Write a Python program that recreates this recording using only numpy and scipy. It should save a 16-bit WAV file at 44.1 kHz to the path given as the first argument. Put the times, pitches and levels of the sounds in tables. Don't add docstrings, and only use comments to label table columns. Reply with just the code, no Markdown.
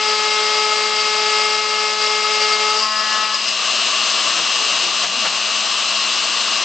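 import sys
import numpy as np
from scipy import signal
from scipy.fft import rfft, irfft, next_fast_len
from scipy.io import wavfile
from scipy.ndimage import uniform_filter1d

SR = 44100
rng = np.random.default_rng(int(sys.argv[2]) if len(sys.argv) > 2 else 0)


def boost_factor(decibels):
    exponent = np.asarray(decibels, float) / 20
    return 10 ** exponent


def pcm_store(signal):
    levels = np.round(np.clip(np.atleast_2d(signal), -1, 1) * 32767)
    wavfile.write(sys.argv[1], SR, levels.astype(np.int16).T)


N = 292824

# t/s, f/Hz
SHAFT_SPEED = [
    (0, 213.6),
    (.3, 213.2),
    (1.3, 213.45),
    (2.1, 213.1),
    (2.7, 213.4),
    (2.8, 215),
    (3.3, 214.8),
    (3.4, 214.5),
]
# shaft multiple, level/dB
BITE_ORDERS = [(2, -1.5), (3, -18.5), (4, -1), (5, -13.5), (6, 2), (7, -17), (8, -7.5), (9, -13.5), (10, 0),
               (11, -10), (12, -3), (13, -7.5), (14, -15.5), (15, -7.5), (16, -8), (17, -13), (18, -7),
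               (19, -21.5), (20, -8)]
# shaft multiple, level/dB
RUB_ORDERS = [(1, -17), (2, -21), (3, -13), (4, -8), (5, -5.5), (6, 0), (7, -13.5), (8, -4.5), (9, -9),
              (10, -14), (11, -13.5), (12, -11), (13, -8), (14, -30), (15, -15)]
BARS_DB = [-18, -19, -7.5, -3.5, -2, -6.5, -14]
# f/Hz, density/dB
FAN_AIR = [(53, -72), (90, -23.5), (209, -18.5), (267, -14), (497, -12.5), (646, -10), (941, -11.5),
           (1110, -6), (1340, -9.5), (2230, -9), (2740, -6.5), (3440, -5), (4150, -3.5), (6270, -7.5),
           (8000, -15.5), (10400, -40.5), (17600, -120)]
# f/Hz, width/Hz, level/dB
HOUSING = [(651, 35, 4.5), (1147, 160, 7), (3040, 310, 1.5), (4106, 170, -2), (4990, 170, -3.5),
           (6420, 200, -5.5)]
# f/Hz, density/dB
TEAR = [(250, -35.5), (480, -29), (570, -1.5), (680, -9.5), (900, -29.5), (1100, -8.5), (1250, 0),
        (1450, -9.5), (2500, -3), (4000, -9), (5600, -9.5), (8000, -10), (10000, -54)]
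# f/Hz, width/Hz, level/dB
TOOL_IN = [(4470, 40, -10), (4680, 28, 0), (4890, 30, -7), (5088, 45, -2), (5310, 40, -13), (5510, 45, -10),
           (5720, 60, -13)]
# f/Hz, width/Hz, level/dB
TOOL_OUT = [(4510, 30, -10), (4715, 28, -1), (4935, 20, 2), (5150, 24, -1), (5580, 30, -12)]
# t/s, level/dB
JOLTS = [
    (4.385, -28),
    (5.045, -27),
    (5.263, -24.5),
]
# f/Hz, left minus right/dB
CUT_SIDE = [(60, 0.5), (88, 13), (130, 4.5), (190, -1), (270, -1.5), (400, -4), (590, 8), (860, 2),
            (1260, 7), (1840, 8), (2690, 2.5), (3940, 7), (5760, 4), (8430, -1)]
# f/Hz, left minus right/dB
FAN_SIDE = [(60, 9), (94, -8), (150, 8.5), (230, 2), (360, 5.5), (570, 6.5), (890, 2.5), (1400, 4.5),
            (2190, 3.5), (3430, 5.5), (5380, 3), (8430, 3)]
# f/Hz, level/dB
SCATTER = [(100, -1.5), (250, -7.5), (500, -9.5), (1000, -14), (2000, -25.5), (4200, -14.5), (7800, -9),
           (8500, -21)]
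# f/Hz, level/dB
ROLL_OFF = [(100, -12.5), (140, -2.5), (200, 1), (7600, 1), (8000, -3.5), (8370, -10), (8700, -20.5),
            (9000, -50)]
# t/s, level/dB
DEPTH = [(0, -31), (.14, -29.5), (.69, -29), (.9, -30), (1.35, -29), (1.7, -31), (2.2, -30.5),
         (2.64, -28.5), (2.75, -31)]
# t/s, ring level/dB, half length/s
GRABS = [(.065, 1, 0.024), (.12, 1, 0.022), (.17, -2, 0.01), (.29, -2.5, .02), (.41, -1, 0.017),
         (.92, -2.5, 0.043), (1.38, 1.5, 0.054), (1.53, 1.5, .035), (1.62, -3, 0.033), (1.84, 1.5, 0.034),
         (1.965, -7.5, 0.019), (2.03, 3.5, .02), (2.36, 1.5, .015), (2.39, -6, 0.0082), (2.425, 4.5, 0.012),
         (2.54, 0.5, 0.02), (2.58, -10, 0.016), (2.67, -0.5, .03), (2.73, -6, 0.018), (2.79, 3, .015)]
# t/s, level/dB, t60/s
KNOCKS = [
    (2.825, -25, 1.5),
    (3.13, -28.5, 1.5),
    (3.349, -29, .15),
]
# t/s, level/dB, half length/s
SNAGS = [
    (2.855, 0, 0.015),
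    (2.97, 1.5, 0.016),
    (3.1, 0.5, .02),
    (3.2, -3.5, 0.01),
    (3.29, -1.5, 0.023),
    (3.35, 8.5, 0.013),
    (3.488, 10, 0.012),
]
# t/s, level/dB
GAIN = [(0, -4.5), (.7, -4.5), (1.7, -6), (2.75, -3.5), (2.9, -7.5), (3.16, -1.5), (3.29, -4.5), (3.7, 0),
        (4.3, 1), (4.45, 0.5), (4.84, 0.8), (4.92, -1), (5.03, 1.5), (5.08, -2.5), (5.22, -0.2),
        (5.34, -0.5), (5.66, 0), (6.64, -0.1)]
# t/s, level/dB, half length/s
THRUM_LIFT = [
    (2.952, 5, 0.34),
]
# t/s, half length/s, f/Hz, level/dB, overtone level/dB
NUDGES = [
    (4.4, 0.05, 162, -46.5, -40),
    (4.636, 0.041, 217, -62.5, -38),
    (4.75, 0.05, 153.6, -53, -47),
    (4.862, .04, 172, -49, -39),
]
# t/s, f/Hz, level/dB, half length/s
SQUEAK = (2.857, 4700, -25, .024)

IDLE_HZ, FEED_HZ = 214.5, 15
LIFT_S, BITE_FADE_DB_S, DULL_DB_S = 2.753, 124, 69
TEAR_DB, RING_DB = -2, 3.5
TEAR_FOLLOWS, BITE_FOLLOWS = 0.66, 0.3
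RUB_FROM_S, RUB_TO_S, RUB_DB, RUB_RISE_DB_S, RUB_FALL_DB_S = 2.946, 3.235, -33.5, 60.5, 46
KNOCK_ORDER = 5
CHATTER_S, CHATTER_DB, CHATTER_FADE_DB_S = 2.83, -25.5, 11.5
FREE_S, FREE_DB_S, CUT_ENDS_S = 3.4, 158, 3.8
SING_DB, WANDER = -4, .5
FAN_DB, WHINE_DB, BLADE_DB, THRUM_DB = -33.5, -25.5, -38.5, -46.5
LOAD_WHINE_DB, LOAD_BLADE_DB = -0.5, -6
PLUNGE_S, PLUNGE_HZ, PLUNGE_DB, RAMP_HZ_S, RAMP_DB_S = 5.185, 249, -38.5, 768, 69


def unit(x):
    return x / np.sqrt(np.mean(x ** 2) + 1e-20)


def along(points, hz):
    f, v = np.transpose(points)
    return np.interp(np.log(hz + 1), np.log(f + 1), v)


def curves(rows, off=None):
    s, *cols = np.transpose(rows)
    return [np.interp(np.arange(N) / SR, s, c, right=off) for c in cols]


def wobble(rate, count=N):
    knots = rng.standard_normal(int(N * 400 / SR) + 4)
    return np.interp(np.arange(count) * rate / SR, np.arange(len(knots)), knots)


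def after(s):
    return np.maximum(np.arange(N) / SR - s, 0)


def before(s):
    return np.maximum(s - np.arange(N) / SR, 0)


def bumps(rows):
    t = np.arange(0, N + 64, 64) / SR
    swells = sum(height * np.exp(-((t - s) / half) ** 2) for s, height, half in rows)
    return np.interp(np.arange(N) / SR, t, swells)


def filtered(x, response):
    m = next_fast_len(N + 8192)
    return irfft(rfft(x, m) * response(np.fft.rfftfreq(m, 1 / SR)), m)[..., :N]


def modes(table):
    def response(f):
        return sum((-1) ** k * boost_factor(db) * 1j * f * w / (c * c - f * f + 1j * f * w)
                   for k, (c, w, db) in enumerate(table))
    return response


def shaft():
    hz = curves(SHAFT_SPEED, off=IDLE_HZ)[0]
    return 2 * np.pi * np.cumsum(hz + 0.1178 * wobble(12)) / SR


def effort():
    depth_db, grab_db = curves(DEPTH)[0], bumps(GRABS)
    bite_db = depth_db + BITE_FOLLOWS * grab_db - BITE_FADE_DB_S * after(LIFT_S)
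    bright_db = -.5 - DULL_DB_S * after(LIFT_S - .08)
    gone_db = depth_db - 800 * after(CHATTER_S)
    free_db = FREE_DB_S * after(FREE_S)
    rub_db = RUB_DB - RUB_RISE_DB_S * before(RUB_FROM_S) - RUB_FALL_DB_S * after(RUB_TO_S)
    rub_db = rub_db - free_db - 300 * before(LIFT_S - .06)
    knock_db = np.max([db - 60 * after(s) / t60 - 400 * before(s) for s, db, t60 in KNOCKS], axis=0) - free_db
    chatter_db = CHATTER_DB - CHATTER_FADE_DB_S * after(CHATTER_S) - 150 * before(CHATTER_S)
    chatter_db = chatter_db + bumps(SNAGS) - 200 * after(FREE_S + 0.13)
    tear_db = np.maximum(gone_db + TEAR_DB + TEAR_FOLLOWS * grab_db, chatter_db - 9)
    ring_db = gone_db + RING_DB + grab_db
    return bite_db, bright_db, rub_db, knock_db, tear_db, ring_db, chatter_db


def orders(table, angle, sway_db, gain):
    n, one = round(CUT_ENDS_S * SR), np.ones(N)
    x = 0
    for k, db in table:
        level = (gain(k) * one)[:n] * boost_factor(db + sway_db * wobble(22.06, count=n))
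        x = x + level * np.sin(k * angle[:n] + 2 * np.pi * rng.random())
    return np.pad(x, (0, N - n))


def bite_tones(angle, bite_db, bright_db):
    feed = 2 * np.pi * np.cumsum(FEED_HZ + 0.33 * wobble(2.4)) / SR
    throb = 1 + .33 * np.cos(feed) + .17 * np.cos(2 * feed + 1) + .17 * np.cos(4 * feed + 2)

    def gain(k):
        return throb if k == 6 else boost_factor(bright_db) if k > 9 else 1
    tones = boost_factor(bite_db + 3.5) * orders(BITE_ORDERS, angle, sway_db=1.4, gain=gain)
    return tones * (1 + 0.068 * np.cos(4 * feed))


def strikes(gate, steady):
    return gate * (steady + rng.standard_normal(N)) * boost_factor(0.37 * wobble(120))


def chips(gate, tear_db):
    return boost_factor(tear_db + 4.0) * unit(filtered(strikes(gate, .0), lambda f: boost_factor(along(TEAR, f))))


def sing(table):
    n = round(CUT_ENDS_S * SR)
    drift = 2 * np.pi * np.cumsum(WANDER * wobble(45, count=n)) / SR
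    t = np.arange(n) / SR
    x = sum(boost_factor(db + 1.8 * wobble(45, count=n)) * np.sin(2 * np.pi * hz * t + width * drift)
            for hz, width, db in table)
    return np.pad(unit(x), (0, N - n))


def tool_ring(contact, level_db, table, sing_db):
    return boost_factor(level_db) * (unit(filtered(contact, modes(table))) + boost_factor(sing_db) * sing(table))


def shank_hash(contact, ring_db, chatter_db):
    return boost_factor(np.maximum(ring_db, chatter_db) - 8) * unit(filtered(contact, modes([(4970, 360, 0)])))


def fan_air(gain_db):
    z = signal.stft(rng.standard_normal(N), nperseg=512)[2]
    patches = uniform_filter1d(uniform_filter1d(rng.standard_normal(z.shape), 6, 0), 8, 1)
    air = signal.istft(z * boost_factor(0.64 * unit(patches)), nperseg=512)[1][:N]

    def housing(f):
        return boost_factor(along(FAN_AIR, f)) * (1 + sum(np.abs(modes([m])(f)) for m in HOUSING))
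    return boost_factor(FAN_DB + gain_db + 13 + 0.23 * wobble(25)) * unit(filtered(air, housing))


def commutator_whine(angle, gain_db, load):
    bars_db = WHINE_DB + 1.18 * gain_db + load * (LOAD_WHINE_DB + 1.6 * wobble(12))
    bars_db = bars_db + 0.54 * wobble(8.7) + 1.4 * wobble(32)
    mains = 2 * np.pi * 120 * np.arange(N) / SR
    slip = 12 * angle + 0.12 * wobble(30)
    bars = sum(boost_factor(db + 0.24 * wobble(30)) * np.sin(slip + (k - 2) * mains) for k, db in enumerate(BARS_DB))
    upper = boost_factor(-13.0 + 2.5 * wobble(22)) * np.sin(24 * angle + 2 * mains - angle / 7.9)
    return boost_factor(bars_db) * (bars + upper)


def blade_tone(angle, gain_db, load):
    blade_db = BLADE_DB + 1.6 * gain_db + load * (LOAD_BLADE_DB + 3 * wobble(12))
    jerk = 1.3 * wobble(70) * (np.arange(N) / SR < 2.73)
    return boost_factor(blade_db + 3.5 + 0.59 * wobble(30)) * np.sin(39 * angle + jerk)


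def shaft_thrum(angle):
    thrum_db = THRUM_DB + bumps(THRUM_LIFT) + 0.5 * after(FREE_S)
    return boost_factor(thrum_db + 1.1 * wobble(18)) * np.sin(angle + np.array([[.45], [-.45]]))


def rub_tones(angle, rub_db):
    return boost_factor(rub_db + 9.0) * orders(RUB_ORDERS[1:], angle, sway_db=2.5, gain=lambda k: k != KNOCK_ORDER)


def edge_knocks(angle, knock_db):
    return boost_factor(knock_db + 3.0) * np.sin(KNOCK_ORDER * angle)


def tip_squeak():
    s, hz, db, half = SQUEAK
    t = np.arange(N) / SR - s
    swell = boost_factor(db + 1.5 * wobble(80)) * np.exp(-(t / half) ** 4)
    return swell * np.sin(2 * np.pi * hz * t + .4 * wobble(120))


def carriage_jolts():
    jolt = bumps([(s, boost_factor(db + 4.0), 0.016) for s, db in JOLTS])
    frame = modes([(330, 72, -8.0), (605, 310, 1.0), (1320, 710, 4.5), (4200, 2600, -7)])
    return jolt * unit(filtered(rng.standard_normal(N), frame))


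def lift_motor():
    t = np.arange(N) / SR
    hum = 0
    for s, half, hz, db, over_db in NUDGES:
        turn = 2 * np.pi * hz * t
        hum = hum + np.exp(-((t - s) / half) ** 4) * (boost_factor(db) * np.sin(turn) + boost_factor(over_db) * np.sin(2 * turn))
    away = np.abs(t - PLUNGE_S)
    angle = 2 * np.pi * np.cumsum(np.maximum(PLUNGE_HZ - RAMP_HZ_S * away, 130)) / SR
    plunge_db = PLUNGE_DB - RAMP_DB_S * away - 400 * np.maximum(away - .16, 0)
    return hum + boost_factor(plunge_db) * (np.sin(angle) + boost_factor(-15) * np.sin(2 * angle))


def cutter(angle):
    bite_db, bright_db, rub_db, knock_db, tear_db, ring_db, chatter_db = effort()
    angle = angle + 0.034 * wobble(150)
    tones = bite_tones(angle, bite_db, bright_db) + rub_tones(angle, rub_db) + edge_knocks(angle, knock_db)
    gate = np.exp(.65 * np.cos(2 * angle) + .22 * np.cos(angle + 1))
    contact = np.diff(strikes(gate ** 3, .3), prepend=0)
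    noises = chips(gate, tear_db) + tool_ring(contact, ring_db - 1.0, TOOL_IN, SING_DB)
    noises += tool_ring(contact, chatter_db - 0.7, TOOL_OUT, SING_DB - 4.5)
    noises += shank_hash(contact, ring_db, chatter_db) + tip_squeak()
    return tones, noises


def motor(angle):
    gain_db = curves(GAIN)[0]
    load = np.clip(before(FREE_S + .2) / 0.52, 0, 1)
    tones = commutator_whine(angle, gain_db, load) + blade_tone(angle, gain_db, load)
    return tones, fan_air(gain_db) + carriage_jolts() + lift_motor()


def heard(tones, x, side):
    z = signal.stft(x, nperseg=1024)[2]
    scatter = signal.istft(z * np.exp(2j * np.pi * rng.random(z.shape)), nperseg=1024)[1][:N]
    scatter = unit(scatter) * np.std(x) * np.array([[1], [-1]])
    both = tones + x + filtered(scatter, lambda f: boost_factor(along(SCATTER, f)))
    return filtered(both, lambda f: boost_factor(np.outer([.4, -.6], along(side, f))))


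def scene():
    angle = shaft()
    return heard(*cutter(angle), CUT_SIDE) + heard(*motor(angle), FAN_SIDE) + shaft_thrum(angle)


def low_pass(x):
    return signal.sosfilt(signal.butter(12, 9030, fs=SR, output="sos"), x)


def record(dry):
    dry = dry * boost_factor(0.23 * wobble(18))
    dry = dry / (1 + np.abs(dry / .9) ** 3) ** (1 / 3)
    folded = dry * (1 + 2 * np.cos(2 * np.pi * 16000 * np.arange(N) / SR))
    kicks = (rng.random(N) < 30 / SR) * rng.standard_normal(N)
    kicks[[round(s * SR) for s, db in JOLTS]] = 3.5
    thumps = boost_factor(-63.5) * unit(filtered(kicks, lambda f: 1 / (1 + 1j * f / 40) ** 2))
    mix = thumps + filtered(folded, lambda f: boost_factor(along(ROLL_OFF, f)) * (f < 9050))
    return low_pass(mix)


dry = scene()
out = record(dry)
pcm_store(out)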